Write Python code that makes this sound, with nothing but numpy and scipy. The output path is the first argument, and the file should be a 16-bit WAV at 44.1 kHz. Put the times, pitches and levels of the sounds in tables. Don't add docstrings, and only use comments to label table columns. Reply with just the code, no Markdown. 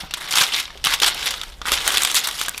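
import sys
import numpy as np
from scipy import signal
from scipy.fft import rfft, irfft
from scipy.io import wavfile
from scipy.ndimage import uniform_filter1d

SR = 44100
rng = np.random.default_rng(int(sys.argv[2]) if len(sys.argv) > 2 else 0)


def unload_audio(sound):
    columns = np.transpose(np.atleast_2d(sound))
    steps = np.round(np.clip(columns, -1, 1) * 32767)
    wavfile.write(sys.argv[1], SR, steps.astype(np.int16))


N = 114660

# (from [Hz], to [Hz], multiplier of the fade time [-], rustle trim [dB])
BANDS = [(728, 2220, 1.27, -3.5), (2046, 5720, 0.83, -4), (5990, 14770, 0.92, -0.5)]
# (time [s], middle level [dB], high level [dB])
RUSTLE = [(0, -29.5, -39), (0.061, -41.5, -50.5), (0.1, -43, -63), (0.16, -39, -48.5), (0.28, -33.5, -52),
          (0.47, -28.5, -36.5), (0.66, -40, -53), (0.83, -48.5, -58), (0.97, -33, -42),
          (1.12, -29.5, -43.5), (1.25, -27.5, -33.5), (1.33, -30.5, -39), (1.39, -35.5, -45.5),
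          (1.47, -40.5, -49.5), (1.6, -55, -60), (1.645, -42, -54), (1.71, -27, -34.5), (1.8, -26.5, -35),
          (1.92, -24.5, -31.5), (2.13, -27, -31), (2.22, -30.5, -38.5), (2.35, -32.5, -36),
          (2.47, -40, -50), (2.6, -38, -43.5)]
# (time [s], pitch [Hz], ring level [dB], middle band level [dB], high band level [dB])
TAPS = [(0.1094, 2700, -25, -17, -24), (0.1381, 1440, -20, -9.5, -10.5), (0.679, 2320, -28, -34, -38),
        (0.7035, 1780, -27, -30, -47), (1.6162, 1215, -18, -15.5, -30), (1.655, 1440, -17.5, -20, -27),
        (1.6836, 1860, -13.5, -10, -14), (2.4133, 1320, -15.5, -9.5, -7), (2.483, 1610, -13, -14, -8),
        (2.5453, 2490, -22.5, -23, -41), (2.578, 2440, -22.5, -20.5, -10)]


def undb(db):
    return 10 ** (np.asarray(db) / 20)


def unit(x):
    return x / np.sqrt(np.mean(x ** 2))


def decay(t, t60):
    return np.exp(-np.log(1000) * t / t60)


def curve(table, column):
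    rows = np.array(table)
    return np.interp(np.arange(N) / SR, rows[:, 0], rows[:, column])


def colour(x, table):
    hz, db = np.array(table, float).T
    f = np.maximum(np.arange(N // 2 + 1) * SR / N, 1)
    gain = undb(np.interp(np.log(f), np.log(hz), db))
    return irfft(rfft(x) * gain, N)


def band(x, lo_hz, hi_hz, order=3):
    return signal.sosfilt(signal.butter(order, [lo_hz, hi_hz], "band", fs=SR, output="sos"), x)


def fade(x, t60):
    return signal.lfilter([1], [1, -np.exp(-np.log(1000) / (t60 * SR))], x)


def impulses(times, sizes):
    return np.bincount(np.clip((times * SR).astype(int), 0, N - 1), sizes, N)


def walk(per_s):
    k = int(SR / per_s)
    steps = np.repeat(rng.standard_normal(4000), k)[:N]
    return unit(uniform_filter1d(steps, k // 2))


def snaps(table):
    # (pitch [Hz], level [dB], 60 dB fade time [s])
    tray = [(1265, -9.5, 0.031), (3360, -8.5, 0.011), (3647, -16.5, 0.03)]
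    attack_s, level_db, tick_db = 0.00024, -6, 1.5
    ring_scatter_db, detune_share = 2, 0.051
    t = np.arange(4096) / SR
    shake, rings = np.zeros((3, N + 4096)), np.zeros(N + 4096)
    hz, ring_db, ring_t60 = np.array(tray).T[:, :, None]
    chance = rng.standard_normal((len(table), 2, len(tray), 1))
    for (s, low, mid, high, t60), (scatter, detune) in zip(table, chance):
        i = int(s * SR)
        for k, db in enumerate((low, mid, high)):
            fall = decay(t, t60 * BANDS[k][2])
            shake[k, i:i + 4096] += undb(db + level_db) * fall * (1 - np.exp(-t / attack_s))
        snap_db = np.where(hz < BANDS[0][1], low, mid)
        size = undb(snap_db + ring_db + ring_scatter_db * scatter)
        pitch = hz * (1 + detune_share * detune)
        ring = size * np.sin(2 * np.pi * pitch * t) * decay(t, ring_t60)
        rings[i:i + 4096] += ring.sum(axis=0)
    out, rows = rings[:N], np.array(table)
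    for k, (lo, hi, _, _) in enumerate(BANDS):
        width = np.sqrt(SR / 2 / (hi - lo))
        ticks = impulses(rows[:, 0] + attack_s, undb(rows[:, k + 1] + tick_db + level_db))
        burst = shake[k, :N] * rng.standard_normal(N)
        out = out + width * band(burst + width * ticks, lo, hi)
    return out


def taps():
    ring_t60_s = 0.025
    t, out = np.arange(4096) / SR, np.zeros(N + 4096)
    for s, hz, db, _, _ in TAPS:
        i = int(s * SR)
        out[i:i + 4096] += undb(db) * np.sin(2 * np.pi * hz * t) * decay(t, ring_t60_s)
    return out[:N]


def effort():
    # (time [s], length [s], low level [dB], middle level [dB], high level [dB])
    crunches = [(0.169, 0.0088, -31, -35, -35.5), (0.199, 0.061, -32.5, -35.5, -39),
                (0.285, 0.022, -37, -38, -40), (0.308, 0.039, -28, -23.5, -28.5),
                (0.351, 0.038, -22.5, -19.5, -22), (0.391, 0.049, -28.5, -18.5, -23.5),
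                (0.409, 0.019, -16, -16.5, -23.5), (0.519, 0.068, -31, -24, -34.5),
                (0.561, 0.049, -32, -25.5, -34.5), (0.61, 0.034, -39, -36, -40),
                (0.84, 0.074, -25.5, -22.5, -30), (0.908, 0.031, -23, -20.5, -31),
                (1.016, 0.031, -20, -17.5, -24.5), (1.059, 0.027, -20, -15.5, -18.5),
                (1.257, 0.021, -28.5, -19.5, -28.5), (1.658, 0.038, -24, -24.5, -30),
                (1.718, 0.023, -22, -17, -21.5), (1.853, 0.011, -28, -37, -32),
                (1.88, 0.0098, -18.5, -20, -21.5), (1.939, 0.0075, -21.5, -21.5, -27),
                (1.998, 0.02, -26, -31, -37), (2.151, 0.037, -31, -16, -22),
                (2.163, 0.0079, -17.5, -14.5, -13.5), (2.234, 0.02, -29.5, -21.5, -28),
                (2.387, 0.047, -34, -26, -30)]
    attack_s, release_s, rustle_low_db = 0.0013, 0.011, -4.5
    t = np.arange(N) / SR
    mid, high = curve(RUSTLE, 1), curve(RUSTLE, 2)
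    power = undb(2 * np.array([mid + rustle_low_db, mid, high]))
    for s, length, *db in crunches:
        rise = np.clip((t - s) / attack_s, 0, 1)
        shape = rise * np.exp(-np.maximum(t - s - length, 0) / release_s)
        power = power + undb(2 * np.array(db))[:, None] * shape ** 2
    return np.sqrt(power)


def rustle(gain):
    grains_per_s, grain_scatter_db, grain_colour_db = 1000, 3.8, 10.5
    grain_fade_s = 0.005
    cluster_db, clusters_per_s = 1.5, 160
    patch_db, patches_per_s = 3.0, 60
    slide_db = -5
    chance, out = rng.random((8000, 14)), 0
    times = np.cumsum(-np.log(chance[:, 0]) / grains_per_s)
    size_db = -grain_scatter_db * np.log(0.059 + chance[:, 1])
    used = times < N / SR
    clusters = undb(cluster_db * walk(clusters_per_s))
    for k, (lo, hi, share, db) in enumerate(BANDS):
        edges = np.geomspace(lo, hi, num=5)
        width = np.sqrt(SR / 2 / (hi - lo))
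        for j in range(4):
            colour_db = grain_colour_db * (chance[:, 2 + 4 * k + j] - 0.5)
            power = undb(2 * (size_db + colour_db))
            grains = np.sqrt(fade(impulses(times[used], power[used]), grain_fade_s * share ** 2))
            crackle = unit(grains * clusters * undb(patch_db * walk(patches_per_s)))
            shake = (crackle + undb(slide_db)) * gain[k] * undb(db)
            patch = band(shake * rng.standard_normal(N), edges[j], edges[j + 1])
            out = out + width * patch
    return out


def thuds():
    # (time [s], level [dB], pitch [Hz])
    knocks = [(0.031, -30, 143), (0.034, -36, 770), (0.409, -25.5, 165), (0.752, -40, 390),
              (0.854, -31.5, 147), (1.016, -26.5, 405), (1.716, -27.5, 410), (1.862, -32.5, 456)]
    t60_s, trim_db = 0.058, 3.5
    out, t = np.zeros(N + 8192), np.arange(8192) / SR
    shape = decay(t, t60_s) * (1 - np.exp(-t / t60_s * 20))
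    for s, db, hz in knocks:
        noise = band(rng.standard_normal(8192), hz * 0.64, hz * 2.13)
        ring = np.sin(2 * np.pi * hz * t) + 6.0 * noise
        i = int(s * SR)
        out[i:i + 8192] += undb(db + trim_db) * ring * shape
    return out[:N]


def body(gain):
    body_db = -17.5
    rub = undb(curve(RUSTLE, 1)) + 0.83 * gain[0]
    return undb(body_db) * rub * unit(band(rng.standard_normal(N), 281, 1140))


def room(x):
    t60_s, level_db, top_hz = 0.33, -18.5, 5700
    t = np.arange(SR // 2) / SR
    tail = band(rng.standard_normal(len(t)), 340, top_hz) * decay(t, t60_s)
    return undb(level_db) * signal.fftconvolve(x, tail / np.sqrt(np.sum(tail ** 2)))[:N]


def kitchen():
    # (frequency [Hz], relative level per Hz [dB])
    noise_colour = [(50, -36), (100, -6.5), (140, -1.5), (223, -9), (403, -12.5), (700, -10), (5370, -46),
                    (16000, -60)]
    # (time [s], level [dB])
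    rumble_level = [(0, -42.5), (.45, -55), (.9, -42.5), (1.15, -49), (1.55, -42), (1.75, -35.5),
                    (2.05, -51.5), (2.22, -55), (2.35, -47), (2.6, -50.5)]
    noise_db, swell_share, rumble_top_hz = -52, 0.2, 62
    rumble = unit(band(rng.standard_normal(N), 18, rumble_top_hz, order=4))
    noise = unit(colour(rng.standard_normal(N), noise_colour))
    db = curve(rumble_level, 1)
    swell_db = swell_share * (db - db.mean())
    return undb(noise_db + swell_db) * noise + undb(db) * rumble


def scene():
    # (time [s], low level [dB], middle level [dB], high level [dB], 60 dB fade time [s])
    creases = [(0.143, -34, -13.5, -20, 0.025), (0.3085, -37, -16, -15, 0.028),
               (0.3245, -18.5, -9, -8, 0.015), (0.338, -7.5, -4, -21, 0.018), (0.3727, -7.5, 1, -7, 0.015),
               (0.3839, -11, 3.5, 3.5, 0.0073), (0.4325, -15, -10, -11, 0.013),
               (0.476, -44, -18, -17.5, 0.028), (0.536, -26, -10, -23, 0.015),
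               (0.5439, -20, -1.5, -25, 0.02), (0.5632, -24, -16, -12, 0.023),
               (0.5992, -22.5, -10.5, -13, 0.033), (0.6547, -49, -13.5, -41, 0.005),
               (0.7742, -33.5, -28, -35, 0.04), (0.8416, -36, -2, -9, 0.0068), (0.8488, -41, -2, 1, 0.0098),
               (0.857, -19, -5.5, -12, 0.034), (0.8697, -1, -2.5, -4.5, 0.011),
               (0.924, -11, -11, -18, 0.022), (0.937, -13.5, -4.5, -8, 0.066), (1.0007, -46, -6, -7, 0.015),
               (1.0214, -12, -5, -15, 0.0078), (1.0323, -10.5, -2.5, -20, 0.043),
               (1.1445, -24, -33, -13.5, 0.022), (1.2285, -39.5, -3.5, -28, 0.0052),
               (1.2698, -15, -13, -21, 0.027), (1.3068, -22, -9, -12, 0.05),
               (1.3389, -17.5, -15, -27, 0.04), (1.4143, -23, -12.5, -14.5, 0.012),
               (1.434, -18.5, -16, -20.5, 0.028), (1.7183, -7.5, -0.5, 0, 0.014),
               (1.7755, -16, -5.5, -33, 0.016), (1.866, -12, -9.5, -19, 0.017),
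               (1.8773, -4.5, -1, 7, 0.011), (1.905, -15, -5.5, -18, 0.012), (1.9206, -17, -14, -12, 0.058),
               (1.9497, -15, -4, -10, 0.015), (1.9716, -20, 0, -3.5, 0.023), (1.9809, -8, 2, 3, 0.0065),
               (2.0202, -13, -9, -5.5, 0.033), (2.0341, -20, -4.5, 7, 0.0073),
               (2.0491, -4.5, -2.5, 1.5, 0.019), (2.0729, -14.5, -10.5, -13, 0.039),
               (2.1004, -26, -14, -20, 0.045), (2.1147, -17, -13, -4, 0.013), (2.1446, -13.5, -11, 2, 0.02),
               (2.1524, -28, -30, 0.5, 0.013), (2.2724, -13, -12.5, -4.5, 0.031),
               (2.2865, -11, -11, -11, 0.028), (2.3115, -22, -12, -11, 0.011),
               (2.398, -26, -16, -11, 0.015), (2.448, -30, -18.5, -34, 0.17),
               (2.4604, -23, -32, -15, 0.024), (2.4934, -28, -23, -3, 0.0084)]
    # (frequency [Hz], level [dB])
    sheet_colour = [(400, -2), (800, -8.5), (1250, -2.5), (2200, -3.5), (3500, 2.5), (5000, -4.5),
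                    (6500, -1), (11000, -4.5), (15000, -11.5), (16500, -20)]
    tap_t60_s, tap_low_db = 0.025, -1
    gain = effort()
    folds = [(s, db + tap_low_db, mid, high, tap_t60_s) for s, _, db, mid, high in TAPS]
    sheet = snaps(creases + folds) + taps() + rustle(gain)
    near = colour(sheet, sheet_colour) + thuds() + body(gain)
    return (near + room(near) + kitchen())[None]


def record(dry):
    top_hz = 16300
    top = signal.ellip(12, 0.2, 90, top_hz, fs=SR, output="sos")
    return signal.sosfilt(top, np.clip(dry, -1, 1))


dry = scene()
out = record(dry)
unload_audio(out)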